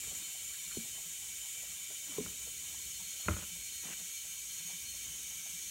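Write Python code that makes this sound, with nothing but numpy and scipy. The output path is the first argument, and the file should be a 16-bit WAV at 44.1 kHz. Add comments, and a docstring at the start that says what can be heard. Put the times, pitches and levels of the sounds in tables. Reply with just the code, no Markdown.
"""Tire inflation with soapy water

Compressed air hisses through a hose into a tire on a workshop floor; the wheel rings in the jet. Soapy water
from a plastic jug patters and splashes on the rubber; low thuds boom in the tire, mostly after soft pushes. The
jug's wall pops twice, the jug is set down on concrete, a hand brushes over jeans. Low shop rumble, short room
tail, one close microphone."""
import sys
import numpy as np
from scipy import signal
from scipy.fft import rfft, irfft
from scipy.io import wavfile
from scipy.ndimage import uniform_filter1d

SR = 44100
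rng = np.random.default_rng(int(sys.argv[2]) if len(sys.argv) > 2 else 0)


def wav_record(signal):
    """Record a signal, one row per channel, as 16-bit PCM in the file named by sys.argv[1]."""
    frames = np.transpose(np.atleast_2d(signal))
    bounded = np.clip(frames, -1, 1)
    # unit amplitude maps onto the largest positive 16-bit level
    quanta = np.round(bounded * 32767).astype(np.int16)
    wavfile.write(sys.argv[1], SR, quanta)


N = 251370
TIME_S = np.arange(N) / SR
FREQ_HZ = np.maximum(np.fft.rfftfreq(N, 1 / SR), 1)

# shop rumble spectrum: f/Hz, relative level/dB
RUMBLE_SPECTRUM = [(20, -28), (38, -11), (55, 10), (85, 1.5), (130, -1.5), (175, -1.5), (230, -8),
                   (450, -11), (800, -80), (1500, -56), (4000, -19.5)]
# cloth friction spectrum: f/Hz, relative level/dB
CLOTH_SPECTRUM = [(60, -17), (170, 5), (400, -2), (900, -3), (1600, 3.5), (2600, 6), (4000, -1),
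                  (8000, -48)]
# hand strokes on cloth: t/s, length/s, level/dB, cutoff/Hz
CLOTH_STROKES = [(0, 0.29, -65.5, 300), (2.052, 0.29, -61.5, 350), (3.221, 0.24, -56.5, 1200),
                 (3.831, 0.083, -55.5, 700), (3.905, 0.04, -51.5, 5000), (3.995, 0.028, -61, 400),
                 (4.66, 0.093, -68.5, 900), (4.987, 0.67, -77.5, 500)]
# clearest low thuds, the two loudest with the jug's second pop: t/s, level/dB
TIRE_THUDS = [(2.184, -42), (2.24, -49), (3.008, -57.5), (3.512, -54.5), (3.849, -55), (4.015, -59.5),
              (4.646, -55), (4.727, -56.5), (5.531, -57.5)]
# clearest splashes: t/s, level/dB, f/Hz
WATER_SPLASHES = [(.07, -58, 220), (0.109, -58.5, 614), (.533, -57.5, 1690), (0.708, -55.5, 1460),
                  (0.976, -60, 666), (1.627, -63.5, 576), (1.899, -58, 460), (2.465, -58.5, 550),
                  (2.995, -60, 860), (4.696, -62, 850), (5.455, -62.5, 630)]
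# jug shell modes: f/Hz, gain/dB, t60/s
JUG_MODES = [(187.5, -11, 0.12), (327, -20, 0.12), (400, -10, 0.02), (605, -14.5, 0.05),
             (656, -17.5, 0.022), (1073, -11.5, 0.025), (1255, -11.5, 0.04), (1420, -3.5, 0.019),
             (2066, -11.5, 0.018), (2490, -10.5, 0.024), (2900, -16, .02)]
# jug meets floor or hand: t/s, force level/dB, cutoff/Hz, coupling to the water/dB
JUG_CONTACTS = [(2.261, -35.5, 1510, -6.5), (3.262, -33.5, 200, 1.5), (3.2838, -17, 3000, -32),
                (3.2867, -28, 1180, -21), (3.2968, -24.5, 500, -1.5), (3.309, -28.5, 1000, 1.5),
                (3.336, -37.5, 2500, 10.5), (3.366, -35.5, 4000, -6), (3.424, -39.5, 2000, -23),
                (3.438, -42, 4000, -27)]
# ringing tones of the jug's two pops: t/s, level before low-pass/dB, f/Hz, t60/s
POP_TONES = [(.7705, -33, 380, 0.034), (0.7727, -38.5, 227, 0.19), (0.7793, -40.5, 172, 0.083),
             (2.095, -48, 276, .08), (2.1801, -42, 1036, .06), (2.1834, -28.5, 421, 0.086),
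             (2.186, -35, 457, 0.012), (2.2057, -32.5, 252, 0.07)]
# whine envelope: t/s, level/dB
WHINE_ENVELOPE = [(0, -66), (.2, -59), (.45, -67), (.78, -61.5), (1.3, -77), (2.05, -74), (2.4, -68),
                  (3.16, -58), (3.5, -67), (3.72, -56.5), (3.9, -66), (4.66, -58), (4.76, -71),
                  (4.91, -51.5), (5.15, -73), (5.4, -80), (5.7, -59)]
# hiss envelope: t/s, relative level/dB
HISS_ENVELOPE = [(0.0, -42), (0.36, -43.5), (1.16, -43.5), (3.08, -44), (3.21, -42.5), (3.24, -44),
                 (5.7, -43.5)]
# jet spectrum at the valve: f/Hz, relative level/dB
JET_SPECTRUM = [(300, -21.5), (900, -26), (1150, -18.5), (1800, -14), (2250, -6.5), (2620, -11.5),
                (3050, -6), (3600, -1), (4900, -6.5), (5600, -2.5), (7600, 1.5), (9850, 2), (10400, -4.5),
                (11400, -3.5), (15600, -4)]
# comb of the tire cavity: f/Hz, maximum peak or dip/dB
COMB_DEPTH = [(1500, 11.5), (3500, 6.5), (6500, 5.5), (13000, 5)]
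# modes of wheel and enclosed air: f/Hz, half-width/Hz, relative level/dB
WHEEL_MODES = [(1361, 8, 11), (1510, 7, 8), (1685, 25, 6), (1908, 7, 12), (2191, 45, 8), (2235, 9, 15),
               (2324, 20, 18), (2428, 7, 16), (2525, 20, 12), (2708, 45, 12), (2826, 9, 15), (2967, 45, 9),
               (3042, 16, 20), (3093, 21, 13), (3252, 7, 10), (3298, 7, 8), (3459, 7, 6), (3557, 11, 6),
               (3700, 7, 8), (5352, 31, 3), (5820, 14, 11), (6096, 11, 9), (6347, 14, 6), (6576, 15, 6),
               (6705, 25, 8), (7023, 16, 6), (7197, 25, 6), (7750, 7, 10), (7871, 8, 6)]
# treble modes of valve and chuck: f/Hz, half-width/Hz, relative level/dB
CHUCK_MODES = [(8460, 170, 0), (9300, 30, 4), (11420, 96, 6.5), (12440, 170, 3)]


def from_db(db):
    """Decibels to gain."""
    return 10 ** (np.asarray(db) / 20)


def unit_rms(x):
    """Scale to rms 1."""
    return x / np.sqrt(np.mean(x ** 2) + 1e-20)


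def envelope(rows):
    """Linear interpolation of (t/s, value) rows."""
    return np.interp(TIME_S, *np.transpose(rows))


def colour(x, spectrum):
    """Filter x by (f/Hz, level/dB) rows."""
    hz, db = np.transpose(spectrum)
    gain = from_db(np.interp(np.log(FREQ_HZ), np.log(hz), db))
    return irfft(rfft(x) * gain, N)


def drift(rate_hz):
    """Slow random motion, rms 1."""
    return unit_rms(irfft(rfft(rng.standard_normal(N)) / (1 + (FREQ_HZ / rate_hz) ** 2), N))


def low_pass(x, hz, order=2):
    """Butterworth low-pass."""
    return signal.sosfilt(signal.butter(order, min(hz, .45 * SR), fs=SR, output="sos"), x + 1e-18)


def click(t_s):
    """Unit impulse at t_s."""
    return signal.unit_impulse(N, int(np.clip(t_s * SR, 0, N - 1)))


def ring(force, hz, t60_s):
    """One mode: a unit impulse starts a decaying sine of height 1."""
    radius, angle = from_db(-60 / (t60_s * SR)), 2 * np.pi * hz / SR
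    return signal.lfilter([0, np.sin(angle)], [1, -2 * radius * np.cos(angle), radius ** 2], force + 1e-18)


def narrow_noise(hz, width_hz):
    """Turbulence in one resonance of steady or moving pitch."""
    radius = np.exp(-np.pi * width_hz / SR)
    noise = rng.standard_normal(N) + 1j * rng.standard_normal(N)
    sway = signal.lfilter([1 - radius], [1, -radius], noise)
    return np.real(sway * np.exp(2j * np.pi * np.cumsum(hz * np.ones(N)) / SR))


def swell(t_s, rise_s):
    """Soft onset at t_s, peak after rise_s, then decay."""
    age = np.clip((TIME_S - t_s) / rise_s, 0, 20)
    return age * np.exp(1 - age)


def scattered(level_db, count, spread_db=2):
    """One random event per equal time slot: rows of t/s, level/dB."""
    place, strength = rng.random((count, 2)).T
    times_s = (np.arange(count) + place) / count * N / SR
    return list(zip(times_s, level_db + spread_db * (2 * strength - 1)))


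def shop_rumble(level_db, waver_db):
    """Low, wavering background noise."""
    noise = rng.standard_normal(N) * from_db(waver_db * drift(rate_hz=2.2))
    return from_db(level_db) * unit_rms(colour(noise, RUMBLE_SPECTRUM))


def shop_reverb(x, cutoff_hz, t60_s, rise_s):
    """Diffuse, dull tail from the walls."""
    age_s = TIME_S[:SR]
    tail = low_pass(rng.standard_normal(SR), cutoff_hz)
    tail *= from_db(-60 * age_s / t60_s) * (1 - np.exp(-age_s / rise_s))
    tail /= np.sqrt(np.sum(tail ** 2) * SR / (2 * cutoff_hz))  # passband gain near 1
    return signal.fftconvolve(x, tail)[:N]


def cloth_rubs(grain_db, stir_db):
    """Cloth catches and slips, each stroke with its own brightness; it stirs faintly in between."""
    friction = colour(rng.standard_normal(N) * from_db(grain_db * drift(rate_hz=31)), CLOTH_SPECTRUM)
    stir = low_pass(friction, hz=1260) * from_db(5.2 * drift(rate_hz=11))
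    out = from_db(stir_db) * unit_rms(stir)
    for t_s, length_s, db, cutoff_hz in CLOTH_STROKES:
        progress = np.clip((TIME_S - t_s) / length_s, 0, 1)
        stroke = np.sqrt(np.abs(np.sin(np.pi * progress))) * low_pass(friction, cutoff_hz, order=1)
        out += from_db(db) * unit_rms(stroke) * np.sqrt(length_s * SR / N)
    return out


def tire_thuds(hz, rise_s, faint_db):
    """Brief low booms of the air in the tire: most follow soft pushes, two come with the jug's second pop."""
    return sum(from_db(db) * swell(t_s, rise_s) * np.sin(2 * np.pi * hz * (TIME_S - t_s))
               for t_s, db in TIRE_THUDS + scattered(faint_db, count=7))


def water_patter(level_db, drops_per_s, t60_cycles, pour_end_s, fade_db_per_s):
    """Random drops ring briefly on the rubber and fade once the pouring stops."""
    pitches_hz = np.geomspace(500, 1900, num=14)
    pitch_index = rng.integers(0, len(pitches_hz), N)
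    drops = (rng.random(N) < drops_per_s / SR) * rng.standard_normal(N)
    rings = sum(ring(drops * (pitch_index == k), hz, t60_cycles / hz) * np.sqrt(hz)
                for k, hz in enumerate(pitches_hz))
    return from_db(level_db - fade_db_per_s * np.maximum(TIME_S - pour_end_s, 0)) * unit_rms(rings)


def water_splashes(rise_s, width_hz, faint_db, faint_hz, spread_octaves):
    """Each splash is a soft noise burst around its own pitch; faint ones fall at random."""
    faint = [(t_s, db, faint_hz * 2 ** (spread_octaves * rng.standard_normal()))
             for t_s, db in scattered(faint_db, count=10)]
    out = np.zeros(N)
    for t_s, db, hz in WATER_SPLASHES + faint:
        low_hz = np.hypot(hz, width_hz / 2) - width_hz / 2  # hz is the geometric centre
        band = signal.butter(2, [low_hz, low_hz + width_hz], "band", fs=SR, output="sos")
        out += from_db(db) * swell(t_s, rise_s) * unit_rms(signal.sosfilt(band, rng.standard_normal(N)))
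    return out


def jug_knocks(cutoff_hz, water_hz, water_t60_s):
    """Contacts ring the shell and set the water inside bouncing."""
    on_shell, on_water = np.zeros((2, N))
    for t_s, force_db, contact_hz, coupling_db in JUG_CONTACTS:
        force = from_db(force_db) * low_pass(click(t_s), contact_hz, order=1)
        on_shell += force
        on_water += force * from_db(coupling_db)
    shell = sum((-1) ** k * from_db(db) * ring(on_shell, hz, t60_s)
                for k, (hz, db, t60_s) in enumerate(JUG_MODES))
    return low_pass(shell, cutoff_hz, order=4) + ring(on_water, water_hz, water_t60_s)


def jug_pops(cutoff_hz):
    """The soft wall pops twice; each pop rings in several short tones."""
    tones = sum(from_db(db) * ring(click(t_s), hz, t60_s) for t_s, db, hz, t60_s in POP_TONES)
    return low_pass(tones, cutoff_hz)


def flow_whine(hz, width_hz, flutter_db):
    """The flow keeps one sharp resonance singing; its level swells and flutters."""
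    tone = narrow_noise(hz, width_hz)
    levelled = tone / np.sqrt(uniform_filter1d(tone ** 2, size=5000) + 1e-20)
    return from_db(envelope(WHINE_ENVELOPE) + flutter_db * drift(rate_hz=5.6)) * levelled


def valve_jet(whistle_db, start_hz, sink_hz_per_s, flutter_db):
    """Fluttering turbulence plus a broad whistle that sinks as the tire pressure rises."""
    turbulence = rng.standard_normal(N)
    whistle = from_db(whistle_db) * narrow_noise(start_hz - sink_hz_per_s * TIME_S, width_hz=630)
    return colour(turbulence + whistle, JET_SPECTRUM) * from_db(flutter_db * drift(rate_hz=20))


def cavity_comb(decay_s):
    """Gain per frequency: echoes circling in the tire make fine, static peaks and dips."""
    echoes = rng.standard_normal(N) * TIME_S * np.exp(-TIME_S / decay_s)
    comb = np.tanh(unit_rms(rfft(echoes).real))
    return from_db(comb * np.interp(FREQ_HZ, *np.transpose(COMB_DEPTH)))


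def wheel_power():
    """Power per frequency: steep-skirted resonances of wheel, valve and chuck."""
    return sum((from_db(db) / (1 + ((FREQ_HZ - hz) / half_width_hz) ** 2)) ** 2
               for hz, half_width_hz, db in WHEEL_MODES + CHUCK_MODES)


def tire_hiss(wheel_db, gain_db):
    """The valve jet, filtered by tire cavity and wheel."""
    jet = valve_jet(whistle_db=11.5, start_hz=7149, sink_hz_per_s=122, flutter_db=0.33)
    power = cavity_comb(decay_s=0.0055) ** 2 + from_db(wheel_db) ** 2 * wheel_power()
    hiss = irfft(rfft(jet) * np.sqrt(power), N)
    return unit_rms(hiss) * from_db(envelope(HISS_ENVELOPE) + gain_db)


def scene():
    """Dry air and rumble, handling sounds with reverb; two identical channels."""
    air = tire_hiss(wheel_db=1.5, gain_db=0.69) + flow_whine(hz=4262, width_hz=5.5, flutter_db=2)
    rumble = shop_rumble(level_db=-63.5, waver_db=3)
    jug = jug_pops(cutoff_hz=900) + jug_knocks(cutoff_hz=3300, water_hz=86.5, water_t60_s=0.069)
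    water = water_splashes(rise_s=0.0079, width_hz=355, faint_db=-65.5, faint_hz=650, spread_octaves=0.35)
    water += water_patter(level_db=-74, drops_per_s=200, t60_cycles=72, pour_end_s=2, fade_db_per_s=5)
    thuds = tire_thuds(hz=172, rise_s=0.012, faint_db=-60)
    handling = jug + water + thuds + cloth_rubs(grain_db=2.4, stir_db=-74)
    reverb = from_db(-13) * shop_reverb(handling, cutoff_hz=2500, t60_s=0.39, rise_s=0.0059)
    return np.tile(air + rumble + handling + reverb, (2, 1))


def record(dry):
    """Microphone band: 44 Hz high-pass, steep 15750 Hz low-pass."""
    bass_cut = signal.butter(5, 44, "high", fs=SR, output="sos")
    treble_cut = signal.ellip(12, .1, 85, 15750, fs=SR, output="sos")
    return signal.sosfilt(treble_cut, signal.sosfilt(bass_cut, dry))


dry = scene()
out = record(dry)
wav_record(out)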